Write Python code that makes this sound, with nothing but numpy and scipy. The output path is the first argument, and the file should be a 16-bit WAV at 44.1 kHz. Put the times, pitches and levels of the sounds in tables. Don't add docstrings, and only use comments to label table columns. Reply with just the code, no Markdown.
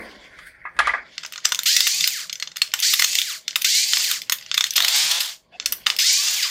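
import sys
import numpy as np
from scipy import signal
from scipy.fft import rfft, irfft
from scipy.io import wavfile
from scipy.ndimage import uniform_filter1d, minimum_filter1d

SR = 44100
rng = np.random.default_rng(int(sys.argv[2]) if len(sys.argv) > 2 else 0)


def dump(signal):
    limited = np.clip(np.atleast_2d(signal).T, -1, 1)
    pcm = np.round(limited * 32767).astype(np.int16)
    wavfile.write(sys.argv[1], SR, pcm)


N = 286650

# (frequency [Hz], relative density [dB])
SHOP_SPECTRUM = [(120, -40.5), (200, 0), (454, -1.5), (506, -1), (609, -1), (663, -2), (888, -9.5),
                 (1100, -1), (1430, -34), (2420, -120)]
# (frequency [Hz], relative density [dB])
RUMBLE_SPECTRUM = [(12, -36), (20, -2.5), (65, 6.5), (97, -6), (124, -6), (140, -18), (180, -43.5),
                   (310, -120)]
# (time [s], noise level [dB], rumble level [dB])
ROOM_LEVELS = [(0.0, -39.5, -53), (0.12, -48, -62), (0.54, -66, -64), (0.74, -64, -70), (0.8, -48, -45.5),
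               (1.0, -54, -62), (1.18, -65.5, -80), (1.9, -68, -81), (2.6, -66.5, -78), (3.1, -69, -86),
               (4.14, -60.5, -77), (5.27, -77, -80), (5.7, -53.5, -61), (6.1, -66.5, -76), (6.5, -65, -74)]
# (frequency [Hz], width [Hz], mean level [dB])
HUM_BANDS = [(119, 14, -72.5), (524, 3.8, -74.5), (631, 14, -69), (834, 17, -76.5)]
# (time [s], level [dB])
DRONE_SWELLS = [(0.4, -68), (0.76, -67), (1.2, -69), (1.57, -65), (2.0, -55.5), (2.3, -64), (3.06, -70),
                (4.14, -73.5), (5.05, -60.5), (5.79, -64)]
DRONE_HZ, DRONE_DB, SWELL_S = 165.3, -71, .05

# (frequency [Hz], relative density [dB])
SCRAPE_SPECTRUM = [(410, -41), (700, -33.5), (1220, -32), (1320, 0.5), (1440, 6.5), (2210, 9), (2620, -7),
                   (3000, -39), (3900, -60.5), (6600, -120)]
# (frequency [Hz], relative density [dB])
CREAK_SPECTRUM = [(1470, -24.5), (2500, -5), (3450, 2.5), (3780, -4), (4130, -3.5), (4650, 0), (5650, -9),
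                  (7500, -15.5), (8200, -26), (10700, -43), (18000, -120)]
# (frequency [Hz], relative density [dB])
FIZZ_SPECTRUM = [(7000, -20.5), (8300, -3.5), (11500, -7), (12500, -12.5), (15900, -14)]
# (time [s], scrape [dB], creak [dB], fizz [dB])
HANDLING = [(0.0, -41, -54.5, -55.5), (0.172, -52, -51, -73), (0.368, -47, -59, -72),
            (0.478, -46, -57.5, -55), (0.56, -52, -76, -77), (0.645, -50.5, -92, -80),
            (0.665, -40, -81, -86), (0.777, -55, -83, -71), (0.857, -27, -40, -86), (0.939, -37, -46, -86),
            (1.011, -39.5, -63, -89.5), (1.16, -61, -50, -80)]
# (start [s], end [s], scrape [dB], first creak [dB], last creak [dB])
SEARCHES = [(1.15, 1.664, -57, -52, -50), (2.244, 2.84, -64, -86, -37.5), (3.4, 3.645, -65, -64, -41),
            (4.25, 4.762, -62, -49, -45), (5.507, 6.003, -61.5, -63, -49)]
# (scrape [dB], creak [dB], fizz [dB])
RESTING_DB = (-73.5, -72.5, -91)
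# (scrape [dB], creak [dB], fizz [dB])
SHAKEN_DB = (-33.5, -35, -45)
SHAKEN_T60_S = 0.24
FIZZ_RE_CREAK_DB, UNSTEADY_DB = -24, 1.5
# (frequency [Hz], width [Hz], level before fading [dB])
SQUEAK_BANDS = [(706, 126, -45.5), (2670, 240, -47), (3450, 250, -55)]
SQUEAK_START_S, SQUEAK_END_S = 5.515, 5.58

# (time [s], peak before a 1 dB lift [dB], treble tilt [dB], contact t60 [s])
THUDS = [(0.388, -31, 6.5, 0.078), (0.653, -21.5, -29.5, 0.1), (0.766, -33, -0.5, 0.089),
         (0.79, -4.5, 1, 0.055), (0.803, -3, -31.5, 0.018), (0.872, -10, -2.5, 0.02),
         (0.878, -12, -30.5, 0.048), (0.893, -9.5, -39, 0.064), (0.937, -9, -22, 0.093)]
# (frequency [Hz], level [dB], t60 before cap [s])
BENCH_MODES = [(677, -64.5, 0.013), (1150, -25.5, 0.075), (1226, 10, 0.052), (1382, 4, 0.15),
               (1675, 5, 0.09), (1970, 6, 0.0099), (1970, -6, 0.0083), (2550, 0.5, 0.017),
               (3870, -31.5, 0.022)]
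# (frequency [Hz], level [dB], t60 before cap [s])
HOUSING_MODES = [(1237, -6, 0.025), (1448, 0.5, 0.0095), (2025, 0, 0.0058), (2790, -15, 0.014),
                 (3032, -10, 0.017), (3683, -0.5, 0.0068), (4310, -7.5, 0.048), (4925, -12.5, 0.023),
                 (5314, -3, 0.01), (5950, -9, 0.047), (6560, -0.5, 0.0053), (7300, -6.5, 0.0067),
                 (8226, -5, 0.0073), (9830, -18, 0.011), (12720, -3, 0.0025), (13060, -26, 0.014),
                 (14300, 1, 0.021)]
# (time [s], peak [dB], favoured ring [Hz], low tilt [dB], top tilt [dB],
# contact t60 [s])
TICKS = [(1.181, -11, 2820, -14.5, -28, 0.013), (1.2503, -17, 2690, -3.5, -36, 0.029),
         (1.2633, -17, 5400, -26, -6, 0.0066), (1.3244, -18.5, 6200, -14, -7, 0.0095),
         (1.3595, -18.5, 2690, -9, -31, 0.016), (1.3791, -17, 6660, -2, -24, 0.041),
         (1.5216, -2, 5900, -3.5, -11, 0.027), (1.5481, -3, 6500, -36, -7, 0.0027),
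         (1.5917, -2.5, 4040, -9.5, -14, .008), (1.6345, -7, 2720, -23, -2, .003),
         (1.6612, -8.5, 2180, -50, -9, 0.29), (1.7659, 4, 5700, -31, -8.5, 0.02),
         (1.8064, -1, 4630, -14.5, -3, 0.011), (1.8702, -3.5, 3450, -12, -13, 0.035),
         (1.8746, -2, 6100, -22, 0, 0.02), (2.0087, -3, 5460, -20, -9, 0.018),
         (2.0424, 10.5, 6000, -38, -11, 0.0038), (2.076, -0.5, 5330, -20, -2, 0.021),
         (2.297, -14, 4720, -22, -26, 0.024), (2.3288, -11.5, 6340, -52, -10, 0.024),
         (2.3563, -17, 6000, -44, -29, 0.013), (2.4002, -18, 4310, -22, -16, 0.012),
         (2.4255, -8, 4200, -15, -22, 0.033), (2.475, -16.5, 4270, -10, -55, 0.025),
         (2.5604, -20.5, 4290, -7, -27, 0.012), (2.619, 0, 4630, -14.5, -13, 0.013),
         (2.739, 4, 6100, -2.5, -11, 0.014), (2.8025, -7, 6430, -33, 6.5, 0.0078),
         (2.9417, -2.5, 3680, -10, -9, 0.01), (3.1546, 0.5, 3700, -21.5, -12, 0.0062),
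         (3.1878, 12, 3640, -42, -9.5, 0.0024), (3.2175, -1.5, 3680, -26, -10, 0.0096),
         (3.481, -7.5, 3700, -24, -21, 0.0085), (3.5094, -15, 3570, -16, -38, 0.0062),
         (3.5585, -0.5, 3450, -15.5, -12, .021), (3.5628, 1, 3320, -6, -5, 0.0024),
         (3.6466, -3, 2550, -26.5, -15, 0.057), (3.935, -0.5, 4630, -12, -24, 0.01),
         (3.9715, -5, 4270, -9, -18, 0.013), (4.005, -20, 4270, -1, -18, .012),
         (4.219, -13.5, 5200, -27, -13, 0.0094), (4.2981, -2.5, 4900, -8.5, -6, 0.013),
         (4.3224, -3.5, 3600, -11, -2.5, .048), (4.5157, -2.5, 3700, -11, -32, 0.0081),
         (4.5434, -6, 2100, -17, -14.5, 0.033), (4.6091, -2, 3800, -14.5, -21, 0.0092),
         (4.6419, 1.5, 3720, -9, -14.5, 0.0039), (4.7081, -7, 5340, -46, -5.5, 0.0083),
         (4.7367, -16, 3660, -38, 1, 0.018), (4.7807, -0.5, 3670, -9.5, -22, .012),
         (4.8049, -0.5, 3680, -2.5, -10, 0.0076), (4.8245, -2.5, 3700, -28, -9, .008),
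         (4.848, -0.5, 3660, -15, -8.5, 0.019), (4.883, 2.5, 4040, -26, -8.5, 0.0093),
         (5.1142, -5.5, 4280, -17.5, -2, 0.024), (5.6003, -8.5, 3040, -15, -54.5, 0.0089),
         (5.6602, 0.5, 3030, -29, -9, 0.0067), (5.6633, -6, 3060, -12, -4, 0.0026),
         (5.7235, -7, 5700, -7, 7, 0.042), (5.8637, -12, 3700, -27, -22, 0.025),
         (5.8673, 14, 3700, -2, -9.5, 0.0075), (5.9022, 5, 3060, -17, -20, .005),
         (5.9656, -10, 5060, -40, -2, 0.0086), (5.9885, -6, 5230, -58, -10, 0.34),
         (6.2849, -8, 6400, -17, -18, 0.008)]
# (time [s], peak [dB], favoured ring [Hz], low tilt [dB], top tilt [dB],
# contact t60 [s])
SLIPS = [(1.2363, -17.5, 1680, -6, -25, 0.032), (1.3371, -21.5, 3160, -15, -27, 0.028),
         (1.4563, 3, 7260, -11, -13, 0.0066), (1.493, -20, 5700, -8, 1, 0.024),
         (1.5574, -16, 6400, -32, -9, 0.012), (2.5707, -10, 6600, -14, -6, 0.0065),
         (2.7933, -15, 3660, -38, -7, .038), (2.9385, -1, 3700, -11.5, -2, 0.019),
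         (2.9973, -1.5, 2130, -12.5, -4.5, 0.039), (3.0241, 0.5, 4500, -9.5, -6.5, 0.0058),
         (3.046, -3, 4260, -13, -10, 0.02), (3.133, -10.5, 2500, -20, -20, 0.015),
         (3.6217, -8.5, 3360, -27, 2, 0.0049), (4.046, -6, 4500, -23, -3.5, 0.012),
         (4.1154, -2.5, 4100, -11, -0.5, 0.012), (4.5806, 0, 3750, -12, -9, 0.0073),
         (4.6678, -15, 3660, -34, -8, 0.054), (4.765, -2.5, 4430, -49, -5, 0.069),
         (5.207, -4.5, 4900, -27, -2.5, 0.053), (5.2469, -26, 4390, -29, -10, 0.077),
         (6.4307, -9, 5000, -28, -31, 0.17)]
# (time [s], peak [dB], favoured ring [Hz])
TOUCHES = [(1.4044, -33, 3170), (1.444, -32, 5000), (2.5184, -28, 4330), (2.5824, -25, 4350),
           (2.677, -23, 5500), (2.7192, -21, 5380), (3.531, -26, 2140), (4.2358, -30, 3060),
           (4.3863, -25, 3350), (4.412, -26.5, 2690), (4.426, -27.5, 2690), (4.4637, -23, 3080),
           (5.626, -29, 4530)]
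TOUCH_LOW_DB, TOUCH_TOP_DB, TOUCH_T60_S = -16.5, -32, 0.013
TICK_RISE_S, SLIP_RISE_S, TOUCH_RISE_S = 0.00047, 0.0036, .0012
LEAD_S = .02
HOUSING_CAP_S, BENCH_CAP_S = .022, .046

# (time [s], speed [turns/s])
SPEEDS = [
    [(1.655, 82), (1.72, 124), (1.835, 136.5), (1.87, 144), (1.965, 172), (2.0, 177.5), (2.097, 183.5)],
    [(2.822, 81), (2.87, 129), (2.93, 157), (3.03, 169.5), (3.1, 174.5), (3.217, 181.5)],
    [(3.642, 87), (3.71, 133), (3.755, 146), (3.9, 176), (3.96, 182.5), (4.027, 184)],
    [(4.755, 87), (4.828, 113), (4.9, 130), (5.0, 150), (5.1, 161.5), (5.19, 176)],
    [(5.985, 63), (6.05, 133), (6.085, 146.5), (6.12, 155.5), (6.25, 179), (6.358, 186.5)],
]
# (time [s], gear noise [dB], brush hiss [dB])
LOADS = [
    [(1.655, -20.5, -33), (1.717, -19.5, -33), (1.797, -23.5, -34), (1.975, -24, -37),
     (2.097, -27.5, -38.5)],
    [(2.822, -16.5, -29), (2.914, -21, -30), (2.968, -27, -33), (3.074, -26.5, -34), (3.217, -27.5, -38)],
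    [(3.642, -21, -30), (3.702, -20, -31), (3.792, -18, -30.5), (3.872, -24.5, -33.5), (4.027, -22.5, -34)],
    [(4.755, -17.5, -39), (4.833, -53.5, -32), (4.941, -22, -29), (4.989, -20.5, -29.5), (5.19, -32, -39.5)],
    [(5.985, -20.5, -24), (6.045, -22, -34), (6.105, -17, -33), (6.183, -22.5, -34), (6.358, -25, -33.5)],
]
# (driven whine re gear noise [dB],
# coasting whine re gear noise [dB], whine lift near 1 kHz [dB], shaft wobble in the buzz [0-1])
WHINES = [(-14.5, -10, 0, .4), (-16, -10, 0, .4), (-19, -12, 0, .4), (-21, -15, 0, .7), (-14, -7, 6, .3)]
# (time [s], buzz before low-speed fading [dB])
LOOSENED = [(1.85, -73), (2.95, -63), (3.93, -47.5), (4.75, -35), (6.22, -43.5)]
# (multiple of shaft speed, relative level [dB])
BAR_ORDERS = [(5, 0), (10, -15), (15, 0), (20, -3), (25, -8), (30, -5), (40, -7), (45, 1), (75, -5)]
# (multiple of shaft speed, relative level [dB])
MESH_ORDERS = [(6.75, -13), (13.5, -10), (27, 0), (33.75, 0), (37.5, 2), (40.5, -2)]
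# (frequency [Hz], gain [dB])
RADIATED = [(400, -45), (900, -22), (1150, -9), (1600, -2), (2000, 0), (7000, 0), (8000, -8), (11000, -22),
            (13800, -8)]
# (frequency [Hz], relative density [dB])
GEAR_SPECTRUM = [(410, -66), (700, -38.5), (923, -61), (1060, -56), (1300, -75), (1480, -9), (2090, 5.5),
                 (2550, 0), (3030, 2.5), (3400, -1), (4910, -4), (7100, 6), (11000, -7.5), (14300, -58),
                 (22000, -120)]
# (frequency [Hz], width [Hz], gain [dB])
CASE_RESONANCES = [(3280, 45, -8), (3920, 22, -19), (4270, 680, 3), (4640, 900, 19.5), (6760, 380, -21)]
# (frequency [Hz], relative density [dB])
BRUSH_SPECTRUM = [(5290, -21), (9000, 11), (9810, 5.5), (15100, 12.5), (15900, -22.5)]
# (frequency [Hz], relative density [dB])
BUZZ_SPECTRUM = [(300, -55), (450, -22), (600, -5), (1000, -1), (1500, 0), (2200, -5), (2900, -28),
                 (4800, -90)]
SHELL_HZ, SHELL_WIDTH_HZ, SHELL_RE_BUZZ_DB = 3660, 830, 12.2
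GEAR_KNEE, HISS_KNEE, BUZZ_KNEE = 38.2, 52, 87
BUZZ_IDLE_DB, BUZZ_RISE_S = -80, .04
FRICTION, DRAG_PER_S = 750, 3.1
CREEP, CREEP_S = 30, .05

BAND_LIMIT_HZ = 15900


def gain_of(db):
    return 10 ** (np.asarray(db) / 20)


def evened(x):
    return x / np.sqrt(np.mean(x ** 2) + 1e-20)


def read(points, hz):
    f, value = np.transpose(points)
    return np.interp(np.log(hz + 1), np.log(f + 1), value)


def add(mix, s, sound):
    part = mix[round(s * SR):][:len(sound)]
    part += sound[:len(part)]


def colour(x, points):
    hz = np.fft.rfftfreq(len(x), 1 / SR)
    return irfft(rfft(x) * gain_of(read(points, hz)), len(x))


def resonate(x, hz, width_hz):
    return signal.lfilter(*signal.iirpeak(hz, hz / width_hz, SR), x)


def drift(size, span_s):
    smooth = max(round(span_s * SR), 1)
    return evened(uniform_filter1d(uniform_filter1d(rng.standard_normal(size), smooth), smooth))


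def unroll(rows, t=None):
    s, *columns = np.transpose(rows)
    if t is None:
        t = np.arange(s[0], s[-1], 1 / SR)
    return t, [np.interp(t, s, c) for c in columns]


def shop():
    t, (noise_db, rumble_db) = unroll(ROOM_LEVELS, np.arange(N) / SR)
    noise = gain_of(noise_db) * evened(colour(rng.standard_normal(N), SHOP_SPECTRUM))
    rumble = gain_of(rumble_db) * evened(colour(rng.standard_normal(N), RUMBLE_SPECTRUM))
    swells = sum(gain_of(db) * np.exp(-((t - s) / SWELL_S) ** 2) for s, db in DRONE_SWELLS)
    band = resonate(resonate(rng.standard_normal(N), DRONE_HZ, 25), DRONE_HZ, 25)
    drone = (gain_of(DRONE_DB) + swells) * evened(band)
    hum = np.zeros(N)
    for hz, width_hz, db in HUM_BANDS:
        waver = gain_of(db + 2.0 * drift(N, 0.21))
        hum += waver * evened(resonate(rng.standard_normal(N), hz, width_hz))
    return noise + rumble + drone + hum


def room(x):
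    hz, t, z = signal.stft(rng.standard_normal(SR // 2), SR, nperseg=256)
    t60_s = read([(500, 0.47), (2000, 0.1), (8000, 0.23)], hz)[:, None]
    tail = signal.istft(z * gain_of(-60 * t / t60_s), SR, nperseg=256)[1]
    response = np.append(np.zeros(150), tail / np.linalg.norm(tail))
    return signal.fftconvolve(x, response)[:N]


def rubbing(levels):
    noise = rng.standard_normal((3, N)) * gain_of(1.56 * drift(N, 0.019))
    z = signal.stft(noise, nperseg=256)[2]
    patches = uniform_filter1d(rng.standard_normal(z.shape), size=4, axis=1)
    patches = uniform_filter1d(patches, size=14, axis=2)
    grain = signal.istft(z * gain_of(2.8 * evened(patches)), nperseg=256)[1][:, :N]
    spectra = SCRAPE_SPECTRUM, CREAK_SPECTRUM, FIZZ_SPECTRUM
    return sum(level * evened(colour(g, shape)) for level, g, shape in zip(levels, grain, spectra))


def squeak():
    slip = rng.standard_normal(round((SQUEAK_END_S - SQUEAK_START_S) * SR))
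    bands = 0
    for hz, width_hz, db in SQUEAK_BANDS:
        bands = bands + gain_of(db) * evened(resonate(resonate(slip, hz, width_hz), hz, width_hz))
    return bands * np.hanning(len(slip))


def handling(clicks):
    levels = gain_of(RESTING_DB)[:, None] * np.ones(N)
    t, moved_db = unroll(HANDLING)
    add(levels.T, t[0], gain_of(moved_db).T)
    for start, end, scrape_db, first_db, last_db in SEARCHES:
        t, (creak_db,) = unroll([(start, first_db), (end, last_db)])
        hand = gain_of(UNSTEADY_DB * drift(len(t), 0.09)) * signal.windows.tukey(len(t), .1)
        pressed_db = [scrape_db + 0 * t, creak_db, creak_db + FIZZ_RE_CREAK_DB]
        add(levels.T, start, (hand * gain_of(pressed_db)).T)
    keep = 1e-6 ** (1 / (SHAKEN_T60_S * SR))
    shaken = np.sqrt(signal.lfilter([.01], [1, -keep], clicks ** 2))
    out = rubbing(levels + gain_of(SHAKEN_DB)[:, None] * shaken)
    add(out, SQUEAK_START_S, squeak())
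    return out


def knock(modes, tilt, main_hz, rise_s, t60_s, crack, after, cap_s):
    t = np.arange(6000) / SR - LEAD_S
    hz, db, ring_s = np.transpose(modes)[:, :, None]
    luck, detune = rng.standard_normal((2,) + hz.shape)
    db = db + 2.5 * luck + 9 * np.exp(-(np.log(hz / main_hz) / .1) ** 2)
    since = t[:3000] + LEAD_S
    decay = gain_of(db - 60 * since / np.minimum(ring_s, cap_s))
    body = (decay * np.sin(2 * np.pi * hz * (1 + .012 * detune) * since)).sum(0)
    grit = rng.standard_normal(len(t))
    swell = gain_of(11 * np.minimum(t, 0) / max(rise_s, 1e-4))
    contact = grit * swell * gain_of(-60 * np.maximum(t, 0) / max(t60_s, .002))
    contact[round(LEAD_S * SR)] += 4.0
    rung = evened(signal.fftconvolve(contact, body)[:len(t)])
    loose = after * grit[::-1] * (t > 0) * gain_of(-60 * t / 0.19) / np.std(contact)
    sound = colour(crack * evened(contact) + rung + loose, tilt)
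    return sound / abs(sound).max()


def thuds():
    out = np.zeros(N)
    for s, db, treble_db, t60_s in THUDS:
        tilt = [(150, -51.5), (600, -15), (2400, -1.5), (3200, treble_db), (6000, treble_db - 19.0),
                (11000, treble_db - 23.5), (13000, treble_db - 67)]
        sound = knock(BENCH_MODES, tilt, 1876, 0.00016, t60_s, crack=1.0, after=0.19, cap_s=BENCH_CAP_S)
        add(out, s - LEAD_S, gain_of(db + 1.0) * sound)
    return out


def ticks():
    touches = [row + (TOUCH_LOW_DB, TOUCH_TOP_DB, TOUCH_T60_S) for row in TOUCHES]
    out = np.zeros(N)
    for rows, rise_s in (TICKS, TICK_RISE_S), (SLIPS, SLIP_RISE_S), (touches, TOUCH_RISE_S):
        for s, db, hz, low_db, top_db, t60_s in rows:
            tilt = [(350, low_db - 23.0), (900, low_db - 10.5), (1500, low_db + 3.0), (2200, 0),
                    (7500, 0.294), (9500, top_db + 4), (16000, top_db - 2.5)]
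            sound = knock(HOUSING_MODES, tilt, hz, rise_s, t60_s, crack=0.66, after=0.072,
                          cap_s=HOUSING_CAP_S)
            add(out, s - LEAD_S - .0005, gain_of(db) * sound)
    return out


def coasted(speed):
    (start, _), (release, top) = speed[0], speed[-1]
    rest = FRICTION / DRAG_PER_S
    stop = release + np.log(1 + top / rest) / DRAG_PER_S
    t = np.arange(start, stop + CREEP_S, 1 / SR)
    coast = (top + rest) * np.exp(-DRAG_PER_S * (t - release)) - rest
    soft = (coast + np.hypot(coast, CREEP)) / 2
    return t, np.where(t < release, unroll(speed, t)[1][0], soft)


def motor_whine(turns, driven, driven_db, coasting_db, low_db):
    def tone(order, db):
        flutter_db = (2 + 2.5 * driven) * drift(len(turns), .015)
        return gain_of(db + flutter_db) * np.sin(2 * np.pi * (order * turns + rng.random()))

    orders = sum(tone(*row) for row in BAR_ORDERS) + driven * sum(tone(*row) for row in MESH_ORDERS)
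    lift = [(750, 0), (1000, low_db), (1150, low_db), (1350, 0)]
    level_db = 3 + np.interp(driven, (0, 1), (coasting_db, driven_db))
    return gain_of(level_db) * colour(colour(orders, RADIATED), lift)


def shaft_comb(turns):
    orders = np.arange(2, 70)[:, None]
    uneven = gain_of(3 * rng.standard_normal(orders.shape))
    phase = orders * turns + rng.random(orders.shape)
    comb = (uneven * np.sin(2 * np.pi * phase)).sum(0)
    return evened(comb * gain_of(1.43 * drift(len(turns), 0.009)))


def gear_rattle(comb, grit, driven):
    rattle = colour(.6 * driven * comb + grit, GEAR_SPECTRUM)
    ring = sum(gain_of(db) * resonate(rattle, hz, width_hz) for hz, width_hz, db in CASE_RESONANCES)
    return evened(rattle + 1.1 * ring)


def housing_buzz(comb, grit, driven, wobble):
    shake = wobble * driven * comb + .55 * grit
    shell = evened(resonate(shake, SHELL_HZ, SHELL_WIDTH_HZ))
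    return evened(colour(shake, BUZZ_SPECTRUM)) + gain_of(SHELL_RE_BUZZ_DB) * shell


def burst(load, speed, driven_db, coasting_db, low_db, wobble, loose_s, loose_db):
    t, rate = coasted(speed)
    n = len(t)
    noise_db, hiss_db = unroll(load, t)[1]
    buzz_db = np.interp(t, (loose_s - BUZZ_RISE_S, loose_s), (BUZZ_IDLE_DB, loose_db))

    def alive(knee):
        return rate ** 2 / (rate ** 2 + knee ** 2)

    turns = np.cumsum(rate * (1 + 0.00465 * drift(n, 0.0083))) / SR
    driven = uniform_filter1d(1. * (np.arange(n) < rate.argmax()), 600)
    whine = motor_whine(turns, driven, driven_db, coasting_db, low_db)
    comb = shaft_comb(turns)
    grit = evened(rng.standard_normal(n) * gain_of(1.6 * drift(n, 0.0018)))
    rattle = gear_rattle(comb, grit, driven)
    hiss = evened(colour(rng.standard_normal(n) * gain_of(4.0 * drift(n, 0.0036)), BRUSH_SPECTRUM))
    buzz = housing_buzz(comb, grit, driven, wobble)
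    body = gain_of(noise_db) * alive(GEAR_KNEE) * (rattle + whine)
    body += gain_of(hiss_db) * alive(HISS_KNEE) * hiss
    body += gain_of(buzz_db) * alive(BUZZ_KNEE) * buzz
    return body * signal.windows.tukey(n, .015)


def scene():
    clicks = ticks()
    near = clicks + thuds()
    for load, speed, whine, loose in zip(LOADS, SPEEDS, WHINES, LOOSENED):
        add(near, speed[0][0], burst(load, speed, *whine, *loose))
    return (near + gain_of(-11.0) * room(near) + handling(clicks) + shop())[None]


def record(dry):
    power_db = 10 * np.log10(abs(uniform_filter1d(dry[0] ** 2, 90)) + 1e-12)
    fall_db = np.arange(N) * 80.0 / SR
    held_db = np.maximum.accumulate(power_db + fall_db) - fall_db
    over_db = np.maximum(held_db + 7.5, 0)
    ducked = dry / gain_of(.45 * uniform_filter1d(over_db, 121, origin=60))
    room_left = minimum_filter1d(1 / np.maximum(abs(ducked), 1), 61)
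    limited = ducked * uniform_filter1d(room_left, 31)
    low_pass = signal.firwin(511, BAND_LIMIT_HZ, window=("kaiser", 9), fs=SR)
    return signal.oaconvolve(limited, low_pass[None], "same")


dry = scene()
out = record(dry)
dump(out)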